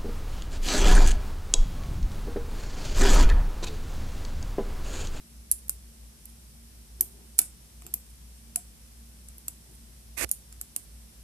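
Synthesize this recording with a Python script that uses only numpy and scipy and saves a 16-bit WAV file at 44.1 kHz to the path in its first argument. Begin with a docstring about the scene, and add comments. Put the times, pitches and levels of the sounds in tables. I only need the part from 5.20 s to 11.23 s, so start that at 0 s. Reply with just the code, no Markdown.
"""A small room: a steel pick works the pins of a padlock held in a vise, close to a stereo microphone.
Each pin lets go with a short chatter of steel on brass that rings the steel and jolts the vise.
The tension wrench springs once, hands drag on the lock, and once something brushes the right port.
Under it lie a low wavering hum, room rumble and the microphone's hiss."""
import sys
import numpy as np
from scipy import signal
from scipy.fft import rfft, irfft, next_fast_len
from scipy.io import wavfile
from scipy.ndimage import uniform_filter1d, map_coordinates

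SR = 44100
rng = np.random.default_rng(int(sys.argv[2]) if len(sys.argv) > 2 else 0)


def store_pcm(level_fs):
    """Save levels as 16-bit WAV."""
    pcm = np.round(np.clip(level_fs, -1, 1) * 32767).astype(np.int16)
    wavfile.write(sys.argv[1], SR, np.atleast_2d(pcm).T)


N = 266143

# hum tones: f/Hz, level/dB, unsteady share
HUM_TONES = [(59.4, -52, 0.23), (228.8, -66, 0.61), (8302, -75.5, 0.74)]
# room rumble: f/Hz, relative density/dB
RUMBLE_SPECTRUM = [(20, -9), (35, -14), (55, 16), (75, 0), (100, 0), (140, 0.5), (175, -1), (215, -1.5),
                   (260, -9), (350, -11.5), (500, -15.5), (1000, -22.5), (2000, -55), (5000, -55)]
# rumble likeness at the two ports: f/Hz, correlation
RUMBLE_COHERENCE = [(60, 0.91), (130, 0.96), (290, 0.657), (640, 0.25), (1400, 0)]
# microphone hiss: f/Hz, relative density/dB
HISS_SPECTRUM = [(200, -8), (1500, -7), (4400, -5), (5600, -1.5), (6700, -5), (8200, -2), (10200, 0),
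                 (12000, -3.5), (14100, -6), (14450, -36), (14900, -90)]
# room decay: f/Hz, t60/s
ROOM_DECAY = [(200, 0.86), (700, 0.25), (3000, 0.21), (8000, 0.27), (11000, 0.19), (15000, 0.22)]
# hand shifts: firmest drag t/s, relative level/dB, length/s
HAND_SHIFTS = [(1.836, -59, 0.12), (1.99, -58.5, 0.14), (2.673, -54.5, 0.049), (2.745, -65.5, 0.047),
               (4.51, -60, 0.09)]
# skin on the lock: f/Hz, relative density/dB
SKIN_SPECTRUM = [(120, -27), (270, -10), (370, 2), (520, -20), (850, -16), (1500, -42), (4000, -51)]
# scratch across the port: f/Hz, relative density/dB
SCRATCH_SPECTRUM = [(100, -23), (300, -8), (700, -8.5), (1400, -8.5), (1900, -2), (2500, -3), (3100, -14),
                    (5000, -12), (9000, -4), (12500, -8.5), (14200, -22), (15000, -50.5), (16000, -70)]
# dull rub on the port: f/Hz, relative density/dB
RUB_SPECTRUM = [(20, -4.5), (110, 6.5), (200, -8.5), (380, 4.5), (800, -10.5), (2000, -35)]
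# vise modes: f/Hz, relative level/dB, t60/s
VISE_MODES = [(180, -1.5, 0.15), (236.6, -4.5, 0.1), (294, 1, 0.15), (375.5, -3, 0.11), (710, -0.5, 0.13)]
# tension wrench note: f/Hz, level/dB, t60/s
WRENCH_MODE = (708, -39.5, 0.07)
# modes of pick, wrench and lock body: f/Hz, width/Hz, relative level/dB
STEEL_MODES = [(1360, 356, -20.5), (2620, 470, -19), (5980, 200, -24), (7380, 210, -1.5), (8100, 443, -5),
               (9230, 330, 5.5), (9970, 230, 2), (10530, 662, 2.5), (12000, 500, -25), (12320, 263, 1),
               (13650, 130, -0.5)]
# dry crack of a contact: f/Hz, relative density/dB
CRACK_SPECTRUM = [(60, -74), (230, -17), (500, -26.5), (900, -28.5), (2000, -28.5), (3700, -22),
                  (4600, -16.5), (6500, -12), (10000, -5.5), (13500, -3.5), (14300, -24.5), (15200, -38),
                  (16800, -58)]
# band edges: knock top/Hz, low ring top/Hz, high ring foot/Hz
BAND_EDGES_HZ = (3800, 8500, 11500)
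# pick on pin: t/s, level over 6 ms/dB, chatter/s, left-right/dB, body knock/dB, high ring/dB,
# favoured f/Hz
PIN_CONTACTS = [(0.3145,-14.5,0.0018,-4.5,-8,0,10600), (0.3208,-24,0.0032,8,-3.5,-5,10300),
                (0.482,-42.5,0.0023,-5,1,6,9400), (0.4947,-21.5,0.0014,-2.5,1.5,3,8900),
                (1.055,-41,0.003,-4.5,1,6,10900), (1.809,-14.5,0.0026,-2,0.5,4,12400),
                (2.1829,-29.5,0.0028,-5,-4,-9,9200), (2.1898,-9.5,0.004,-2,2.5,-2,1410),
                (2.216,-28.5,0.0047,2.5,-10,-4,9500), (2.621,-48.5,0.0027,0,28,5,7940),
                (2.6656,-39.5,0.0014,-2,19,8.5,7500), (2.7395,-21.5,0.0033,0.5,4,4.5,12500),
                (3.3593,-20,0.0027,-1,4.5,-1,9800), (4.086,-43,0.0035,-1.5,2,-4,7700),
                (4.182,-44,0.0014,-3,-1,1,12500), (4.282,-27,0.0039,-1,5.5,1.5,7720),
                (5.091,-38,0.0048,-4,7,-2,9900), (5.114,-18.5,0.0018,-3.5,-3,3.5,8700),
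                (5.326,-45,0.0014,-3,12,-6,5170), (5.413,-30.5,0.0019,-2.5,6.5,2.5,7950),
                (5.5628,-24,0.0022,-5,7,1.5,9400)]
# pick on keyway: columns of PIN_CONTACTS without t/s
KEYWAY_GRAZE = (-49.5, 0.7, -12, -3, -3, 10400)


def amp(db):
    """Decibels to gain."""
    return 10 ** (np.asarray(db) / 20)


def unit(x):
    """Scale to rms 1."""
    return x / np.sqrt(np.mean(np.abs(x) ** 2) + 1e-20)


def along(points, hz):
    """Interpolate (f/Hz, value) points on a log axis."""
    f, v = np.transpose(points)
    return np.interp(np.log(hz + 1), np.log(f + 1), v)


def wobble(rate_hz):
    """Smooth random curve with knots at rate_hz."""
    knots = rng.standard_normal(int(N * rate_hz / SR) + 4)
    return map_coordinates(knots, [np.arange(N) * rate_hz / SR])


def filtered(x, response):
    """Apply a frequency response."""
    size = next_fast_len(N + SR // 2)
    return irfft(rfft(x, size) * response(np.fft.rfftfreq(size, 1 / SR)), size)[..., :N]


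def noise(spectrum):
    """Two independent coloured noises, rms 1."""
    return unit(filtered(rng.standard_normal((2, N)), lambda hz: amp(along(spectrum, hz))))


def causal(gain):
    """Minimum-phase response: rings only after the blow."""
    cepstrum = irfft(np.log(np.maximum(gain, 1e-6)))
    half = cepstrum.shape[-1] // 2
    return np.exp(rfft(cepstrum * np.r_[1, np.full(half - 1, 2), 1, np.zeros(half - 1)]))


def add(track, sound, at_s):
    """Mix in a stereo sound."""
    start = round(at_s * SR)
    track[:, start:start + sound.shape[1]] += sound[:, :N - start]


def background(rumble_db=-55, hiss_db=-56.5, waver_hz=11):
    """Wavering mains hum, room rumble alike at both ports, independent hiss."""
    t = np.arange(N) / SR
    hum = 0
    for hz, db, unsteady in HUM_TONES:
        sway = unit(1 + unsteady * (wobble(waver_hz) + 1j * wobble(waver_hz)))
        hum = hum + amp(db) * np.sqrt(2) * np.real(sway * np.exp(2j * np.pi * hz * t))

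    def mid_side_gains(hz):
        angle = np.arccos(np.clip(along(RUMBLE_COHERENCE, hz), -1, 1)) / 2
        return np.array([np.cos(angle), np.sin(angle)])

    mid, side = filtered(noise(RUMBLE_SPECTRUM), mid_side_gains)
    rumble = unit(np.array([mid + side, mid - side]))
    return hum + amp(rumble_db) * rumble + amp(hiss_db) * noise(HISS_SPECTRUM)


def room(x, tail_db=-14, low_db=3, delay_s=0.004):
    """Small-room reverberation: a fresh decaying noise tail for each quarter second of sound."""
    out, t = np.zeros((2, N)), np.arange(SR // 3) / SR
    for start in range(0, N, SR // 4):
        hz, frame_s, spectra = signal.stft(rng.standard_normal((2, len(t))), SR, nperseg=256)
        colour_db = low_db * (hz < BAND_EDGES_HZ[0])[:, None]
        decay_db = 60 * frame_s / along(ROOM_DECAY, hz)[:, None]
        tail = signal.istft(spectra * amp(colour_db - decay_db), SR, nperseg=256)[1]
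        piece = x[:, start:start + SR // 4]
        at_s = start / SR + delay_s
        if at_s < (N - 1) / SR:
            add(out, signal.fftconvolve(piece, tail / np.linalg.norm(tail[0]), axes=1), at_s)
    return amp(tail_db) * out


def hands(gain_db=-1.5, grain_db=2, rise_share=0.48):
    """Skin drags dully and unevenly over the lock; each shift swells and eases off."""
    t = np.arange(N) / SR
    effort = 0
    for peak_s, db, length_s in HAND_SHIFTS:
        width_s = length_s * np.where(t < peak_s, rise_share, 1 - rise_share)
        effort = effort + amp(db) * np.exp(-((t - peak_s) / width_s) ** 2)
    mid, side = noise(SKIN_SPECTRUM)
    drag = unit(np.array([mid + 0.394 * side, mid - 0.36 * side]))
    return amp(gain_db + grain_db * wobble(rate_hz=60)) * effort * drag


def port_brush(start_s=4.9675, length_s=0.078, attack_s=0.017, slip_s=0.00079, grain_db=2):
    """A grainy stroke on the right port dulls as it presses in, then slips off with a snap."""
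    scratch_db, scratch_t60_s, scratch_left_db = -24.5, 0.012, -20
    rub_db, rub_t60_s, rub_left_db, rub_growth_db_per_s = -34, 0.052, -6, 258
    t = np.maximum(np.arange(N) / SR - start_s, 0)
    onset = 1 - np.exp(-t / attack_s)
    to_go_s, past_s = np.maximum(length_s - t, 0), np.maximum(t - length_s, 0)
    snap_db = 2 * np.exp(-to_go_s / slip_s)
    scratch = onset * amp(scratch_db + snap_db - 60 * past_s / scratch_t60_s)
    rub = onset * amp(rub_db - rub_growth_db_per_s * to_go_s - 60 * past_s / rub_t60_s)
    fibres = unit(noise(SCRATCH_SPECTRUM) * amp(grain_db * wobble(rate_hz=900)))
    return (scratch * fibres * amp([[scratch_left_db], [0]])
            + rub * noise(RUB_SPECTRUM) * amp([[rub_left_db], [0]]))


def port_thump(at_s=5.028, hz=60, db=-24, t60_s=0.14, rise_s=0.0142, left_db=-8):
    """A brief damped low thump sounds at the right port as the brush presses in."""
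    out, t = np.zeros((2, N)), np.arange(SR // 3) / SR
    swing = amp(db - 60 * t / t60_s) * (1 - np.exp(-(t / rise_s) ** 2))
    add(out, swing * np.sin(2 * np.pi * hz * t) * amp([[left_db], [0]]), at_s)
    return out


def vise(jolt_db=-40, tilt_db_per_octave=-2, rise_s=0.0014):
    """Each pin contact jolts the vise as hard as it knocks the lock body: a short dull thud."""
    out, t = np.zeros((2, N)), np.arange(SR // 3) / SR
    hz, mode_db, t60_s = np.transpose(VISE_MODES)[:, :, None]
    response_db = jolt_db + mode_db + tilt_db_per_octave * np.log2(hz / np.median(hz))
    for at_s, db, _, _, knock_db, _, _ in PIN_CONTACTS:
        level_db = db + knock_db + response_db + rng.standard_normal(hz.shape)
        phase = rng.uniform(0, 2 * np.pi, hz.shape)
        ring = np.sum(amp(level_db - 60 * t / t60_s) * np.sin(2 * np.pi * hz * t + phase), axis=0)
        add(out, np.array([ring, ring]) * (1 - np.exp(-t / rise_s)), at_s)
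    return out


def wrench(at_s=3.369, rise_s=0.00554):
    """The tension wrench springs back and rings briefly on one note."""
    hz, db, t60_s = WRENCH_MODE
    t = np.maximum(np.arange(N) / SR - at_s, 0)
    return amp(db - 60 * t / t60_s) * (1 - np.exp(-(t / rise_s) ** 2)) * np.sin(2 * np.pi * hz * t)


def grazes(count=6, scatter_db=2):
    """Contact rows for faint scrapes of the pick on the keyway at random times."""
    db, *colour = KEYWAY_GRAZE
    times_s = (np.arange(count) + rng.uniform(0.1, 0.9, count)) / count * N / SR
    return [(at_s, db + scatter_db * rng.standard_normal(), *colour) for at_s in times_s]


def chatter(length_s, rise_s, size, bench_db=-19, bench_t60_s=0.069, coherence=0.44):
    """Spectra at both ports of a burst of tiny impacts, trailed by scatter from vise and bench."""
    t = np.arange(size) / SR
    draws = rng.standard_normal((3, size))
    impacts = np.sqrt(coherence) * draws[2] + np.sqrt(1 - coherence) * draws[:2]
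    burst = np.exp(-(t / length_s) ** 2) + amp(bench_db - 60 * t / bench_t60_s)
    spectra = rfft(impacts * burst * (1 - np.exp(-(t / rise_s) ** 2)))
    # hard impacts feed all broad bands alike, leaving only narrow notches
    broad_power = np.abs(uniform_filter1d(np.abs(spectra) ** 2, size=220, axis=1))
    return spectra * causal(1 / np.sqrt(broad_power + 1e-12))


def steel_gain(hz, knock_db, high_db, favoured_hz, detune=0.019, favour_db=5, favour_width_hz=450):
    """Dry crack plus steel modes; where the pick bears decides which ring most."""
    power = amp(along(CRACK_SPECTRUM, hz)) ** 2
    for mode_hz, width_hz, mode_db in STEEL_MODES:
        centre_hz = mode_hz * (1 + detune * rng.standard_normal())
        power = power + amp(mode_db) ** 2 / (1 + ((hz - centre_hz) / width_hz) ** 2) ** 2
    low_db = 1.5 + 0.42 * knock_db  # a body knock also rings the lower modes more
    knock_top_hz, low_top_hz, high_foot_hz = BAND_EDGES_HZ
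    bands = [hz < knock_top_hz, hz < low_top_hz, hz > high_foot_hz]
    band_db = uniform_filter1d(np.select(bands, [knock_db, low_db, high_db], 0.), size=90)
    peak_db = favour_db / (1 + ((hz - favoured_hz) / favour_width_hz) ** 2)
    return np.sqrt(power) * amp(band_db + peak_db)


def pick_clicks(contacts, left_lag_s=0.0001596, rise_share=0.38, level_span_s=0.006, size=4096):
    """Each contact chatters into the steel's modes, slightly nearer the right port."""
    out, hz = np.zeros((2, N)), np.fft.rfftfreq(size, 1 / SR)
    port_delay = np.exp(-2j * np.pi * hz * [[left_lag_s], [0]])
    for at_s, db, length_s, pan_db, knock_db, high_db, favoured_hz in contacts:
        steel = causal(steel_gain(hz, knock_db, high_db, favoured_hz))
        rise_s = rise_share * length_s  # a long scrape starts more softly than a snap
        click = irfft(chatter(length_s, rise_s, size) * steel * port_delay)[:, :size // 2]
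        span_rms = np.sqrt(np.sum(click ** 2, axis=1, keepdims=True) / (level_span_s * SR))
        pan = unit(amp([[pan_db], [0]]))
        add(out, amp(db) * pan * click / span_rms, at_s - rise_s)
    return out


def scene():
    """Lock and room, vise, hands, brushed microphone, background."""
    lock = pick_clicks(PIN_CONTACTS + grazes()) + wrench()
    return lock + room(lock) + vise() + hands() + port_brush() + port_thump() + background()


def record(dry, top_hz=16700):
    """Soft limiting at full scale, then a hard band limit."""
    limited = dry / (1 + np.abs(dry) ** 8) ** (1 / 8)
    return filtered(limited, lambda hz: hz < top_hz)


dry = scene()
out = record(dry)
store_pcm(out)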